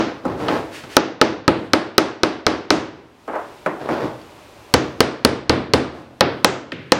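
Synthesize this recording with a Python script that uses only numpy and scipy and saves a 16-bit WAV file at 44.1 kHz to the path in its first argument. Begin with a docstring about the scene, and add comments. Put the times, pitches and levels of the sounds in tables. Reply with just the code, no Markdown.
"""In a workshop, a wooden strip is pressed by hand into a boat hull and tapped home with a light hammer.
Each tap runs through the planking as a falling chirp and rings the hull and the room.
Wood sticks and slips on wood, strip and hammer knock on the hull, fingers hiss over the grain.
The close microphone overloads; its gain control ducks after loud taps and lets the hiss swell in pauses."""
import sys
import numpy as np
from scipy import signal
from scipy.fft import rfft, irfft
from scipy.io import wavfile
from scipy.ndimage import minimum_filter1d

SR = 44100
rng = np.random.default_rng(int(sys.argv[2]) if len(sys.argv) > 2 else 0)


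def dump(signal):
    """Clip the signal to [-1, 1] and save it as 16-bit WAV at the path in sys.argv[1]."""
    limited = np.clip(np.atleast_2d(signal).T, -1, 1)
    pcm = np.round(limited * 32767).astype(np.int16)
    wavfile.write(sys.argv[1], SR, pcm)


N = 308259
TIME_S = np.arange(N) / SR
AGE_S = np.arange(SR) / SR  # time axis of one blow


def amp(db):
    """Decibels to gain."""
    return 10 ** (np.asarray(db) / 20)


def unit(x):
    """Scale to rms 1."""
    return x / np.sqrt(np.mean(x ** 2) + 1e-20)


def decay(age_s, t60_s):
    """Exponential fall, 60 dB in t60_s."""
    return np.exp(-np.log(1000) * age_s / t60_s)


def rise(rise_s):
    """Exponential onset of a blow."""
    return 1 - np.exp(-AGE_S / rise_s)


def curve_at(points, hz):
    """Interpolate on a log-frequency axis."""
    freq_hz, value = np.transpose(points)
    return np.interp(np.log(hz + 1), np.log(freq_hz), value)


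def add(mix, start_s, sound):
    """Mix a sound in at start_s."""
    start = round(start_s * SR)
    sound = sound[max(-start, 0):]
    part = mix[max(start, 0):][:len(sound)]
    part += sound[:len(part)]


def colour(x, spectrum):
    """Shape x by a spectrum, at rms 1."""
    gain = amp(curve_at(spectrum, np.fft.rfftfreq(len(x), 1 / SR)))
    return unit(irfft(rfft(x) * gain, len(x)))


def cut(x, hz, kind, order):
    """Causal low-pass or high-pass."""
    return signal.sosfilt(signal.butter(order, min(hz, SR / 2 - 1000), kind, fs=SR, output="sos"), x)


# workshop decay: freq_hz, t60_s
ROOM_DECAY = [(80, 0.75), (300, 0.55), (1500, 0.55), (4000, 0.51), (8000, 0.39), (15000, 0.061)]


def room_fade(x):
    """Each band fades at the pace of the workshop."""
    hz, age_s, bands = signal.stft(x, SR, nperseg=512)
    faded = bands * decay(age_s, curve_at(ROOM_DECAY, hz)[:, None])
    return signal.istft(faded, SR, nperseg=512)[1][:len(x)]


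def in_room(x, wet_db):
    """Add workshop reverberation."""
    tail = room_fade(rng.standard_normal(SR)) * rise(0.003)
    return x + amp(wet_db) * signal.fftconvolve(x, tail / np.linalg.norm(tail))[:N]


# strip and hull modes by place struck: pitch_hz, t60_s, place0_db, place1_db, place2_db, place3_db
HULL_MODES = [(80.7, 0.093, -17, -38.5, -14, -45), (132.1, 0.57, -31, -28, -24, -24),
              (169, 0.27, -34, -27, -27.5, -23), (241, 0.57, -47.5, -26, -26.5, -28),
              (255, 0.028, 3, -3, 2.5, -6), (287, 0.14, -64.5, -29, -21, -41),
              (310.5, 0.49, -30.5, -17, -18.5, -33), (329.4, 0.45, -13, -14.5, -27.5, -28.5),
              (361, 0.26, -19.5, -19, -43, -47), (378, 0.027, -17.5, -1.5, 1, -9),
              (481.5, 0.41, -25, -29, -19, -32), (522.4, 0.033, -1, -2, 2.5, 5),
              (613, 0.25, -14.5, -19.5, -20.5, -20), (690, 0.024, -48.5, -29, -10, -30),
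              (844, 0.14, -11.5, -12.5, -20, -13), (948, 0.021, -79.5, -52, -26, -7.5),
              (1072, 0.0054, -45.5, -68, -35, 8.5), (1286, 0.031, 3, -1, -12.5, -3),
              (1483, 0.019, -8.5, 1, -60, -5.5), (1552, 0.025, -5.5, -26, -9.5, -28),
              (1817, 0.031, -16, -25.5, -12, -4), (2056, 0.015, -12, -11.5, -2, -6),
              (2300, 0.015, -13.5, -1.5, -5.5, -32), (2604, 0.015, -12.5, -6, -5.5, -1.5),
              (2968, 0.012, -1, -2.5, 1.5, -1.5), (3498, 0.0027, -9.5, -50, 7.5, 11),
              (4126, 0.015, -17, -1.5, -47.5, -4.5), (4495, 0.0062, 7, 7.5, 10.5, 8.5),
              (5168, 0.0024, 10.5, 16, 14.5, 13)]


def hull_modes(place, dispersion=0.1559, rise_cycles=0.97):
    """Bending waves travel as the root of frequency, so high modes arrive first: a falling chirp."""
    table = np.array(HULL_MODES)
    hz, t60_s, level_db = table[:, :1], table[:, 1:2], table[:, 2 + place, None]
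    delay_s = dispersion * (hz ** -.5 - hz.max() ** -.5)
    age_s = np.maximum(AGE_S - delay_s, 0)
    sign = (-1) ** np.arange(len(hz))[:, None]  # neighbouring modes swing in opposite senses
    swell = 1 - np.exp(-age_s * hz / rise_cycles)
    return (sign * amp(level_db) * swell * decay(age_s, t60_s) * np.sin(2 * np.pi * hz * age_s)).sum(0)


# hammer moves to the next place on the strip: time_s
PLACE_CHANGES = [1.6, 4.0, 6.0]
# dense ringing of hull and room: freq_hz, density_db
RING_SPECTRUM = [(30, -56.5), (55, -19.5), (80, -6.5), (160, -7), (300, 5.5), (550, 1), (800, -3.5),
                 (1400, -7), (2500, -13.5), (4500, -18.5), (7000, -21.5), (10000, -23.5), (16000, -46.5)]
# taps: start_s, force_db, corner_hz, click_db, thump_db
HAMMER_TAPS = [(-.07, 11, 6170, -18, -3), (0.9674, 21, 6260, -26, -24), (1.214, 23.5, 5900, -19, 0),
               (1.4791, 20, 4360, -15, 7.5), (1.734, 18.5, 5000, -12, -13), (1.9806, 24, 5800, -11.5, -18),
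               (2.2334, 19, 5540, -14.5, -3), (2.466, 17.5, 5800, -15.5, -3),
               (2.7045, 15.5, 6340, -11.5, 1.5), (4.7396, 2, 6600, -15, 6.5),
               (5.0053, 11, 5500, -10.5, -1.5), (5.249, 18.5, 5150, -8, 7),
               (5.4955, 16.5, 4840, -14.5, 8.5), (5.7359, 14, 4930, -8, 6.5), (6.2081, 7, 5060, -28, 2.5),
               (6.4458, 17, 7540, -18, -1.5), (6.9202, 11, 6830, -24, -5.5)]


def hammer(tail_db=-11.0, scatter_db=-2.0, scatter_t60_s=0.032, rise_s=0.00033, shared=0.75, thump_hz=130):
    """Each tap rings the modes of its place, then scatters through the planks and into the room."""
    out = np.zeros(N)
    modes = [hull_modes(place) for place in range(len(PLACE_CHANGES) + 1)]
    echoes = rng.standard_normal((len(modes), SR))
    for start_s, force_db, corner_hz, click_db, thump_db in HAMMER_TAPS:
        place = np.searchsorted(PLACE_CHANGES, start_s)
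        # taps at one place share most echo paths
        fresh = np.sqrt(1 - shared ** 2) * rng.standard_normal(SR)
        paths = colour(shared * echoes[place] + fresh, RING_SPECTRUM)
        scatter = amp(scatter_db) * paths * decay(AGE_S, scatter_t60_s)
        tail = (scatter + amp(tail_db) * room_fade(paths)) * rise(rise_s)
        # softer contact, less treble; the first touch of steel lets a little through
        click = amp(click_db) * cut(tail, corner_hz, "high", order=8)
        tap = modes[place] + cut(tail, corner_hz, "low", order=8) + click
        # bass shelf: a well seated strip passes more push to the whole hull
        tap += (amp(thump_db) - 1) * cut(tap, thump_hz, "low", order=1)
        add(out, start_s, amp(force_db) * tap)
    return out


# workshop background: freq_hz, density_db
AIR_SPECTRUM = [(15, -50), (25, -14), (113, -0.5), (173, -8.5), (399, 0), (537, -7), (582, 1.5),
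                (631, -5.5), (684, -4.5), (997, -6), (1080, -7.5), (1710, -13.5), (2630, -13.5),
                (15500, -34)]


def air(level_db=-44):
    """Steady rumble and hiss of the workshop."""
    return amp(level_db) * colour(rng.standard_normal(N), AIR_SPECTRUM)


def stroke(start_s, length_s, gain_db, attack_s, release_t60_s):
    """Hand pressure builds, holds, then eases off."""
    grip = np.clip((TIME_S - start_s) / attack_s, 0, 1)
    released_s = np.maximum(TIME_S - start_s - length_s, 0)
    return amp(gain_db) * grip * decay(released_s, release_t60_s)


# wood rubbing on planking: freq_hz, density_db
RUB_SPECTRUM = [(24, -57), (40, -51.5), (71, 0.5), (211, -4), (291, 5), (355, 1), (582, -1), (643, -3),
                (728, -3.5), (1110, -8.5), (2990, -25.5), (4680, -28.5), (8270, -46), (15000, -49)]
# pushes: start_s, length_s, gain_db, highpass_hz
RUB_PUSHES = [(0.231, 0.08, -21.5, 45), (0.387, 0.14, -25, 60), (0.485, 0.087, -23, 220.4),
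              (0.68, 0.36, -44.5, 40), (3.79, 0.1, -29, 180), (3.889, 0.052, -22, 150),
              (3.958, .05, -29.5, 150), (3.995, 0.064, -24.5, 120), (5.908, 0.075, -21, 80)]


def rubbing(slips_per_s=900, attack_s=0.025, release_t60_s=0.17):
    """Wood sticks and slips on wood: irregular little clicks sound through the hull."""
    slips = (rng.random(N) < slips_per_s / SR) * rng.choice([-1, 1], N)
    friction = colour(slips, RUB_SPECTRUM)
    out = np.zeros(N)
    for start_s, length_s, gain_db, highpass_hz in RUB_PUSHES:
        pressure = stroke(start_s, length_s, gain_db, attack_s, release_t60_s)
        out += cut(friction, highpass_hz, "high", order=1) * pressure
    return in_room(out, wet_db=-6.5)


# strip and hammer on the hull: start_s, level_db, low_hz, high_hz, scatter_t60_s, rise_s
HULL_KNOCKS = [(0.2521, -10.5, 103, 1130, 0.1, 0.00028), (0.4834, -17, 474, 4200, 0.076, 0.0004),
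               (0.836, -35.5, 102, 6040, 0.11, 0.0014), (3.277, -22, 290, 1540, 0.18, 0.0044),
               (3.328, -29, 435, 1390, 0.31, 0.013), (3.354, -25, 524, 1400, 0.044, 0.0033),
               (3.6606, -15, 246, 1740, 0.13, 0.00025), (3.8883, -18, 237, 1490, .1, 0.00059),
               (4.215, -48.5, 1530, 6060, 0.039, 0.00083), (6.7192, -7.5, 1810, 3170, 0.043, 0.00056),
               (6.721, -9.5, 130, 420, 0.067, 0.0018)]


def knocks(dull_hz=600, hollow_db=-6, room_db=-3, room_rise_s=0.0091,
           tick_db=-18.5, tick_decay_s=0.0093, tick_hz=7500):
    """Dull contacts ring the hull in a narrower band, with a faint tick on top."""
    def dull_noise():
        return unit(cut(rng.standard_normal(SR), dull_hz, "low", order=1))

    out = np.zeros(N)
    onset = slice(SR // 100)  # first 10 ms
    for start_s, level_db, low_hz, high_hz, scatter_t60_s, rise_s in HULL_KNOCKS:
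        scatter = dull_noise() * decay(AGE_S, scatter_t60_s)
        hollow = hull_modes(np.searchsorted(PLACE_CHANGES, start_s))
        wood = (amp(hollow_db) * hollow / hollow[onset].std() + scatter) * rise(rise_s)
        # room energy follows blow energy
        room = room_fade(dull_noise()) * rise(room_rise_s)
        wood += amp(room_db) * np.linalg.norm(wood) * room / np.linalg.norm(room)
        wood = cut(wood, high_hz, "low", order=3)
        wood = cut(wood, low_hz, "high", order=3)
        tick = cut(rng.standard_normal(SR), tick_hz, "low", order=2) * np.exp(-AGE_S / tick_decay_s)
        add(out, start_s, amp(level_db) * (wood / wood[onset].std() + amp(tick_db) * tick))
    return out


# skin on wood: freq_hz, density_db
SKIN_SPECTRUM = [(500, -21), (1500, 12.5), (2800, 9.5), (5000, 2), (9000, -5), (15000, -16)]
# slides: start_s, length_s, level_db
FINGER_SLIDES = [(.36, 0.23, -43.5), (0.708, .07, -36.5), (0.883, 0.11, -39), (1.55, .11, -28.5),
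                 (5.909, 0.094, -38.5)]


def fingers(attack_s=0.041, release_t60_s=0.41):
    """Skin brushing over the grain hisses."""
    pressure = sum(stroke(*slide, attack_s, release_t60_s) for slide in FINGER_SLIDES)
    return colour(rng.standard_normal(N), SKIN_SPECTRUM) * pressure


def scene():
    """All sources, mono."""
    return (hammer() + air() + rubbing() + knocks() + fingers())[None]


def lag(x, tau_s):
    """One-pole smoothing from x[0]."""
    pole = np.exp(-1 / (tau_s * SR))
    return signal.lfilter([1 - pole], [1, -pole], x - x[0]) + x[0]


def gain_control(x, threshold_db=-6.5, sense_s=0.0047, attack_s=0.0014, hold_s=0.2,
                 recover_db_per_s=42, start_duck_db=9):
    """Gain drops within milliseconds of a loud sound, holds, then creeps back."""
    level_db = 10 * np.log10(abs(lag(x ** 2, sense_s)) + 1e-12)
    over_db = np.maximum(level_db - threshold_db, 0)
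    over_db[0] = start_duck_db  # still down from the tap just before 0 s
    half_hold = int(hold_s * SR / 2)
    held_db = -minimum_filter1d(-over_db, 2 * half_hold + 1, origin=half_hold, mode="nearest")
    recovery_db = recover_db_per_s * TIME_S
    duck_db = np.maximum.accumulate(held_db + recovery_db) - recovery_db
    return x / amp(lag(duck_db, attack_s))


def record(dry, edge_hz=16000):
    """Gain control, hard overload on the first milliseconds of a tap, band limit."""
    clipped = np.clip(gain_control(dry[0]), -1, 1)
    lowpass = signal.firwin(255, edge_hz, window=("kaiser", 8), fs=SR)
    return signal.oaconvolve(clipped, lowpass, "same")[None]


dry = scene()
out = record(dry)
dump(out)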